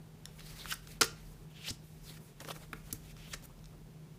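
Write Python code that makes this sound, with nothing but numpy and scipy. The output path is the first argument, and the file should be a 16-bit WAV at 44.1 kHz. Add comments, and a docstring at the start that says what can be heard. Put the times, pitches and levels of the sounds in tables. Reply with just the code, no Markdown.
"""A small quiet room with a wooden table: stiff glossy cards are drawn off a deck, turned and laid down.
Sliding cards hiss, made from grainy noise in narrow bands with one moving, favoured pitch.
Edges tick, faces slap and bent cards flick free: short noise sprays that ring the card and table.
A diffuse room tail follows; behind it a sine motor hum wavers over noise for rumble, drone and hiss."""
import sys
import numpy as np
from scipy import signal
from scipy.fft import rfft, irfft
from scipy.io import wavfile

SR = 44100
rng = np.random.default_rng(int(sys.argv[2]) if len(sys.argv) > 2 else 0)


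def generate_wav(sig):
    """Save sig (samples, or channels by samples) to the path in sys.argv[1] as 16-bit PCM at SR."""
    pcm = np.round(np.clip(np.atleast_2d(sig).T, -1, 1) * 32767).astype(np.int16)
    wavfile.write(sys.argv[1], SR, pcm)


N = 184514  # length in samples

# Sliding friction over time, in stretches of points; close stretches run on as one hiss:
# time_s, level_db (before the shared cut in slides), gap_hz (resonance of the air gap),
# treble_db and low_db (shares before their shared lifts), height_db (of the resonance)
FRICTION = [
    [(0.27, -71, 2620, 1, 9, 9.0), (0.302, -73, 2660, -1, 4, 13), (0.334, -74, 2600, 3, 0, 9.0),
     (0.374, -70, 2460, 9, 3, 4), (0.39, -55.5, 2450, -6, -6.5, 7)],
    [(0.665, -51.5, 2890, -1, -9, 10), (0.691, -49.5, 2870, 0.5, -17, 3), (0.715, -37.5, 3000, 1, -20, 11)],
    [(1.5, -71, 2960, -3, -9, 6), (1.558, -62, 3100, -8.5, -8, 9.5), (1.58, -58, 3060, -9, -27, 10),
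     (1.594, -58.5, 3170, -8, -15, 9.0), (1.64, -50, 3070, -11, -19, 12)],
    [(1.64, -51.5, 3100, -7, -15, 7.5), (1.674, -39.5, 3010, -8, -29, 3), (1.685, -42.5, 3060, -9, -12, 17)],
    [(2.76, -70, 2180, 3, 0, 11), (2.83, -71, 2367, 3, -2, 4), (2.876, -62.5, 2890, 2, -7, 3),
     (2.898, -69, 2970, 7, 9.5, 5), (2.91, -46.5, 2970, -11, -20, -1)],
    [(3.175, -59.5, 2750, -5, -12, 1.5), (3.253, -53.5, 2870, -10, -19, 7), (3.281, -59, 3120, -5, -4, 5),
     (3.301, -59, 3450, 4, -23, 6), (3.325, -53, 3440, 1, -15, 14)],
    [(0.41, -57.5, 4400, -4, -13, 10), (0.42, -64, 4380, -4, -12, 9), (0.446, -62, 4390, 3, -19, 8.0),
     (0.464, -54, 4400, 0, -13, 8.5), (0.538, -56.5, 4670, 0, -10, 2.5), (0.59, -50.5, 4600, 0, -11, 6)],
    [(0.6, -53.5, 3880, -2, -9, 13.5), (0.638, -53, 3940, -6, -17, 5), (0.65, -57, 3970, 0, -4, 9)],
    [(1.686, -42.5, 5300, -2, -13, 13), (1.7, -45.5, 5300, -3, -12, 19)],
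    [(2.0, -76, 5210, 0, -3, 8.0), (2.038, -67.5, 5400, 6, -12, 10), (2.098, -57, 3920, 2, -12, 10.5),
     (2.166, -61, 4230, -2, -16, 0), (2.178, -62, 4420, 2, -10, 3), (2.2, -76, 4330, 7, 2, 8.0)],
    [(0.75, -64, 2960, 1, -11, 6), (0.774, -62, 3000, 1, -8, 1), (0.8, -64, 3160, 0, -11, 3.0)],
    [(0.83, -63, 2600, 2, -13, 7), (0.865, -64, 2730, 0, -12, -3)],
    [(0.88, -59, 4280, 4, -12, 0), (0.922, -53, 4190, -1, -23, 1), (0.926, -58, 4200, 0, -18, 1),
     (0.98, -65, 3053, -9, -7, 3.0)],
    [(1.17, -61, 2596, -8, -10, 0), (1.308, -71, 5880, 6, -10, 3.0), (1.334, -70, 5020, 5, -2, 3.0),
     (1.354, -70, 3683, -7, -14, 3.0), (1.36, -84, 3440, 9, 4, 3.0), (1.37, -76, 3240, -5, -7, 3.0)],
    [(1.73, -67, 5050, 9, -17, -13), (1.8, -80, 3910, -4, -8, 3.0), (1.85, -64, 3850, 4, -13, 3.0),
     (1.878, -74, 3580, 6, -6, 3.0), (1.986, -73, 4310, 4, -10, 6), (1.99, -81, 3940, 5, 0, 3.0)],
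    [(2.2, -80, 4240, 11, -5, 3.0), (2.208, -71, 4130, 8, -2, 3.0), (2.246, -69, 4470, 11, -4, 1),
     (2.29, -66, 3760, 4, -10, 5), (2.33, -70, 3000, -1, -2, 1)],
    [(2.41, -48, 2700, -6, -3, -4), (2.416, -53, 2700, 2, 2, 3.0), (2.44, -61, 2700, 3, -6, 3.0)],
    [(2.455, -52, 2590, -3, 2, 5), (2.47, -67, 2590, 0, -4, -2)],
    [(2.49, -47, 3250, -6, 3, -1), (2.498, -55, 3270, 0, -7, 3.0), (2.51, -43, 3280, -10, 3, 9)],
    [(2.53, -72, 3350, 4, -18, -2), (2.56, -53.5, 3100, 3, 0, 0), (2.592, -65, 3040, 4, 0, -4),
     (2.632, -54, 2980, -4, -4.5, -3), (2.68, -77, 3020, 1, -14, 3.0)],
    [(2.95, -57, 4910, -8, -8, -2), (2.996, -76, 4110, -1, -8, 0), (3.038, -61, 3130, -3, -12, 1),
     (3.114, -58.5, 3350, -2, -22, -1), (3.15, -77, 3110, -9, 0, 3.0)],
    [(3.36, -74, 2930, -7, -2, -7), (3.384, -77, 3060, -11, 3, -5), (3.392, -79, 3150, -5, -13, 0),
     (3.42, -79, 3415, -4, -2, 3.0)],
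    [(3.43, -65, 5000, 1, -4, 3.0), (3.444, -62, 5020, 9, -14, 3.0), (3.45, -68, 5020, 8, -19, 1)],
    [(3.5, -72, 2880, -2, 12, 3.0), (3.564, -82, 2750, -8, -8, 3.0), (3.63, -80, 4094, -4, 1, 3.0),
     (3.658, -67, 4410, -6, -22, 3.0), (3.672, -81, 4360, 5, 5, 3.0), (3.75, -88, 2760, -3, 4, -1)],
]
# What the card and the air under it ring with: pitch_hz, width_hz, level_db
CARD_RINGS = [(1353, 450, 8), (1830, 50, 6.5), (2850, 83, -9.5), (5370, 920, -2.5), (8290, 280, -16.5),
              (10700, 290, -10.5)]
# Ringing modes of the table top: pitch_hz, level_db, t60_s (time to fade by 60 dB)
TABLE_MODES = [(98.5, -0.5, 0.085), (125, -5, 0.21), (229.2, 3, 0.074), (318, 2, 0.094), (388, 0, 0.062),
               (450, -0.5, 0.12), (551, -5.5, 0.024)]
# Edges ticking on card or wood: peak_s, peak_db (before a shared cut), centre_hz,
# spread_octaves (each side), swell_t60_s, decay_t60_s, knock_db (push on the table,
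# before a shared cut), tilt_db_per_octave (of that push)
EDGE_TICKS = [(.2556, -26.5, 4480, 1.15, 0.0014, .008, -73, 0.0),
              (.3953, -39, 3500, 2.1, .001, .008, -70, 2), (.4065, -43, 2500, 1.4, .001, .008, -72, 0.0),
              (.5958, -44, 3600, 0.69, 0.00093, 0.0091, -73, 0.0),
              (.646, -43, 1500, .6, .001, .01, -77, 0.0), (.6567, -33.5, 2000, 1.3, .001, 0.0099, -75, -2),
              (.8727, -38, 3487, 1.4, .001, 0.014, -68, -7),
              (2.171, -49, 2800, 0.99, .004, 0.035, -65, 0.0),
              (2.4481, -36, 2485, 1.7, .001, 0.0073, -52, 5),
              (2.4875, -30, 3000, 2.3, 0.00079, .01, -52, 3.0), (2.564, -44, 1500, 1.8, .01, 0.014, -56, 5),
              (2.635, -48, 1800, 1.5, .005, 0.012, -62, 1), (2.9185, -49, 4300, 0.71, .002, .008, -72, 0.0),
              (3.1665, -43, 2013, 1.8, 0.00076, .01, -70, 0.0),
              (3.4259, -46, 6000, 1.5, .001, 0.0092, -75, 0.0),
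              (3.591, -52, 4500, 0.77, .001, .008, -80, 0.0), (3.642, -44, 4576, .6, 0.0012, .008, -80, -3),
              (3.657, -42.5, 5540, 0.68, .001, 0.0073, -72, 2)]
# Card faces landing: same columns
FACE_SLAPS = [(1.011, -8, 3350, 1.6, .001, 0.023, -28.5, 5.5),
              (1.0153, -15.5, 3500, 1.9, 0.0015, 0.0074, -31, 9),
              (1.0187, -11.5, 2370, 1.7, 0.0014, 0.025, -34.5, 5),
              (1.03, -19.5, 4000, 1.16, .002, .03, -62, -10),
              (1.0415, -25.5, 4930, 2.2, 0.0023, 0.042, -44, 9),
              (2.4031, -32.5, 3370, 1.25, 0.00089, 0.02, -53, 3.0),
              (2.731, -27, 1407, 1.17, .001, .02, -46.5, 1),
              (2.9271, -21, 9100, .8, 0.00087, 0.022, -39.5, -4.5)]
# A bent card flicking free, swelling up to the release: same columns
BENT_FLICKS = [(0.725, -28.5, 2970, 1.3, 0.031, .045, -67, 3),
               (0.741, -34, 10030, .8, 0.057, .02, -75, 0.0),
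               (1.706, -29, 5400, 0.82, 0.025, 0.028, -40, -8),
               (2.479, -42.5, 1990, 2.8, 0.051, .04, -54, 3.0),
               (2.519, -41, 4100, 1.7, 0.079, .03, -60, 3.0),
               (3.339, -28, 3930, 1.15, 0.031, 0.032, -55, 16),
               (3.349, -40, 8000, 0.9, .02, 0.015, -70, -2),
               (3.456, -44, 11000, 0.7, 0.048, 0.022, -69, -6)]
# How long the room rings: pitch_hz, t60_s
ROOM_FADE = [(100, 0.067), (1000, 0.32), (4000, 0.33), (15000, 0.18)]
# Background levels and hum pitch over time: uneven fluctuations, with a brief drop near 2.3 s:
# time_s, hum_hz, hum_db, rumble_db, drone_db (before a shared lift)
BACKGROUND = [(0.0, 153.6, -50.5, -64, -61.5), (0.09, 158.8, -59, -64, -66.5),
              (0.53, 154.1, -54.5, -53, -63.5), (0.56, 158.5, -61, -58.5, -64.5),
              (0.66, 158.1, -55, -52.5, -63.5), (0.77, 155.1, -58, -58, -62.5),
              (1.26, 156.2, -54, -55.5, -63), (1.44, 157.4, -59.5, -56, -64.5),
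              (1.47, 155.8, -51.5, -69, -66.5), (1.73, 155.5, -58.5, -66, -63),
              (2.08, 156.7, -56.5, -52.5, -66), (2.23, 154.6, -56, -62, -63.5),
              (2.25, 156.4, -73, -73, -66), (2.28, 149.5, -59, -64, -65), (2.32, 152.7, -81, -73, -66),
              (2.34, 152, -67, -63.5, -68.5), (2.53, 156.7, -51.5, -66, -64.5),
              (2.6, 156.7, -57, -52.5, -65.5), (2.81, 156.2, -55.5, -58, -65.5),
              (3.41, 153.8, -57, -55.5, -64), (3.42, 152, -58, -63, -61), (3.45, 151, -57, -56, -62.5),
              (3.49, 155.5, -61.5, -60.5, -66), (3.72, 155.4, -54.5, -58, -63),
              (4.04, 155.6, -54, -66, -66), (4.07, 154.7, -62, -69, -62.5), (4.12, 155.2, -49.5, -64, -65),
              (4.16, 157.1, -71, -56.5, -62), (4.18, 153.4, -65, -66, -67.5)]
# Colour of the house rumble: pitch_hz, level_db (per Hz, relative)
RUMBLE_COLOUR = [(15, -30), (25, -20), (33, -3), (41, 5), (48, 1), (60, -12.5), (75, -6.5), (100, -42.5)]
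# Colour of the ventilation drone: pitch_hz, level_db (per Hz, relative)
DRONE_COLOUR = [(35, -46), (60, -23), (85, -8.5), (129, -3), (160, -7.5), (210, -8), (270, -15), (340, -16),
                (405, -14.5), (520, -22), (807, -24.5), (1300, -30.5), (1900, -37), (3300, -100)]
# Colour of the faint steady hiss: pitch_hz, level_db (per Hz, relative)
HISS_COLOUR = [(820, -27), (1400, -8), (2010, -8), (2160, -6.5), (14000, -16), (15500, -13)]

HISS_DB = -68
ROOM_DB, ROOM_DELAY_S = -15, 0.0063
CUTOFF_HZ = 15900  # from here up, everything is at least 60 dB down


def from_db(db):
    """Turn decibels into gain."""
    return 10 ** (np.asarray(db) / 20)


def rms_one(x):
    """Scale a sound to an average (rms) strength of 1."""
    return x / np.sqrt(np.mean(x ** 2) + 1e-20)


def in_time(rows):
    """Join the points of a table with straight lines; each column gets one value a sample."""
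    time_s, *columns = np.transpose(rows)
    return [np.interp(np.arange(N) / SR, time_s, column) for column in columns]


def at_hz(points, hz):
    """Read a curve over pitch, with pitch spaced by octaves."""
    points = np.array(points)
    return np.interp(np.log(hz), np.log(points[:, 0]), points[:, 1], left=-120)


def drift(rate_hz):
    """Make a slow random wander of spread 1 by smoothing noise."""
    step = 40  # samples between the values that are drawn
    r = np.exp(-2 * np.pi * rate_hz * step / SR)
    noise = rng.standard_normal(N // step + 2002)
    slow = signal.lfilter([1], [1, -2 * r, r * r], noise)[2000:]  # drop the filter's start-up
    return np.interp(np.arange(N) / step, np.arange(len(slow)), rms_one(slow))


def band_pass(x, low_hz, high_hz):
    """Keep mainly the pitches between two limits."""
    sos = signal.butter(2, [low_hz, high_hz], "band", fs=SR, output="sos")
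    return signal.sosfilt(sos, x)


def grit(size, spread_db):
    """Make dense friction noise whose grains are uneven in size."""
    noise = rng.standard_normal(size)
    grain_db = spread_db * np.minimum(rng.exponential(1, size), 4)
    return rms_one(noise * from_db(grain_db))


def friction_points(edge_s=0.011, lift_s=0.027):
    """Line up all stretches; the hiss dips only where the pause between two is long."""
    stretches, rows = sorted(FRICTION), []
    for stretch, following in zip(stretches, stretches[1:] + stretches[:1]):
        rows += stretch
        last, first = stretch[-1], following[0]
        if abs(first[0] - last[0]) > lift_s:
            rows.append((last[0] + edge_s, last[1] - 15, *last[2:]))
            rows.append((first[0] - edge_s, first[1] - 15, *first[2:]))
    return sorted(map(tuple, rows))


def slides(flicker_db=1.5, peak_octaves=0.2):
    """Friction noise in quarter-octave bands; the air gap under the card favours a moving pitch."""
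    level_db, gap_hz, treble_db, low_db, height_db = in_time(friction_points())
    edges = 400 * 2 ** np.arange(0, 5.6, .25)
    noises = [grit(N, 1.3), grit(N, 1.3)]  # neighbouring bands take turns
    together = drift(22.5)  # flicker shared by all bands
    out = 0
    for k, (low, high) in enumerate(zip(edges, edges[1:])):
        hz = np.sqrt(low * high)
        band = rms_one(band_pass(noises[k % 2], low, high))
        # how far the band belongs to the treble or the lows, from 0 to 1
        to_treble, to_low = np.clip(np.log2([hz / 4500, 2100 / hz]), 0, 1)
        octaves_off = np.log2(hz / gap_hz)
        peak_db = height_db * np.exp(-.5 * (octaves_off / peak_octaves) ** 2)
        share_db = to_treble * (treble_db + 1.5) + to_low * (low_db + 3.5) + peak_db - 12.5
        out = out + band * from_db(level_db + share_db + flicker_db * (together + drift(17)))
    return out


def touches(before=2048, after=4096):
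    """Each touch sprays short noise grains round its centre pitch and sets card and table ringing."""
    t = np.arange(-before, after) / SR  # seconds from the peak of the touch
    spray = np.zeros(N + before + after)
    knocks = np.zeros((len(TABLE_MODES), N))
    octave = np.log2(np.array(TABLE_MODES)[:, 0] / 250)
    for peak_s, peak_db, hz, octaves, swell, decay, knock_db, tilt_db in [
            *EDGE_TICKS, *FACE_SLAPS, *BENT_FLICKS]:
        t60 = np.where(t < 0, max(swell, 3e-4), max(decay, .002))
        shape = from_db(-60 * np.abs(t) / t60)
        low, high = np.clip(hz * 2 ** (max(octaves, .2) * np.array([-1, 1])), 200, 19000)
        raw = grit(len(t), 3.2)
        grains = rms_one(band_pass(raw, low, high))
        sharp_edge = signal.lfilter([1, -1], [1, -.85], raw)  # the sharp edge of the contact
        grains = grains + from_db(-5.0) * sharp_edge
        at = round(peak_s * SR)
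        spray[at:at + len(t)] += from_db(peak_db - 8.0) * rms_one(grains) * shape
        uneven_db = rng.normal(0, 4.5, len(TABLE_MODES))
        knocks[:, at] = from_db(knock_db - 6.0 + tilt_db * octave + uneven_db)
    spray = spray[before:before + N]
    return card_ring(spray) + table_ring(knocks)


def card_ring(spray):
    """The spray itself, plus what rings in the card and the air under it."""
    rings = sum(from_db(db) * resonance(spray, hz, width_hz) for hz, width_hz, db in CARD_RINGS)
    return spray + rings


def resonance(x, hz, width_hz):
    """Ring at one pitch with a peak gain of 1; a narrow width rings longer."""
    r = np.exp(-np.pi * width_hz / SR)
    gain = (1 - r * r) / 2
    return signal.lfilter([gain, 0, -gain], [1, -2 * r * np.cos(2 * np.pi * hz / SR), r * r], x)


def table_ring(knocks):
    """Each knock starts the table's modes as fading sines, then their top is softened."""
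    table = 0
    for k, (hz, db, t60) in enumerate(TABLE_MODES):
        r, w = from_db(-60 / (t60 * SR)), 2 * np.pi * hz / SR
        push = knocks[k] + 1e-18  # tiny offset keeps the filter off extremely small numbers
        mode = signal.lfilter([0, np.sin(w)], [1, -2 * r * np.cos(w), r * r], push)
        table = table + (-1) ** k * from_db(db) * mode  # neighbours start in opposite directions
    return signal.lfilter([.2], [1, -.8], table)


def room(x, length=16384):
    """Blurred echoes: after a short delay, a noise tail dies away at its own speed in each band."""
    t, edges = np.arange(length) / SR, 70 * 2 ** np.arange(0, 8.2, 1.0)
    tail = 0
    for low, high in zip(edges, edges[1:]):
        band = band_pass(rng.standard_normal(length), low, high)
        t60 = at_hz(ROOM_FADE, np.sqrt(low * high * 1.1))
        tail = tail + band * from_db(-60 * t / t60)
    tail = tail / np.sqrt(np.sum(tail ** 2))
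    tail = np.r_[np.zeros(round(ROOM_DELAY_S * SR)), tail]
    return from_db(ROOM_DB) * signal.fftconvolve(x, tail)[:N]


def coloured(spectrum):
    """Shape steady noise to a given spectrum, at rms 1."""
    hz = np.maximum(np.fft.rfftfreq(N, 1 / SR), 1)
    return rms_one(irfft(rfft(rng.standard_normal(N)) * from_db(at_hz(spectrum, hz)), N))


def room_tone():
    """A wavering motor sine over house rumble, ventilation drone and faint hiss, all shaped noise."""
    hum_hz, hum_db, rumble_db, drone_db = in_time(BACKGROUND)
    sine = np.sin(2 * np.pi * np.cumsum(hum_hz) / SR)
    hum = np.sqrt(2) * from_db(hum_db + 0.5 * drift(3.9)) * sine  # root 2 brings the sine to rms 1
    rumble = from_db(rumble_db) * coloured(RUMBLE_COLOUR)
    drone = from_db(drone_db + 7.0 + 1.4 * drift(11.5)) * coloured(DRONE_COLOUR)
    hiss = from_db(HISS_DB + 0.24 * drift(5.5)) * coloured(HISS_COLOUR)
    return hum + rumble + drone + hiss


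def scene():
    """Mix the cards, their room tail and the background into one channel."""
    rubs, hits = slides(), touches()
    tail = room(from_db(-5.5) * rubs + hits)  # the slides reach the room more weakly
    return (rubs + hits + tail + room_tone())[None]


def record(dry):
    """Cut the very top of the sound steeply."""
    return signal.sosfilt(signal.cheby2(16, 60, CUTOFF_HZ, fs=SR, output="sos"), dry)


dry = scene()
out = record(dry)
generate_wav(out)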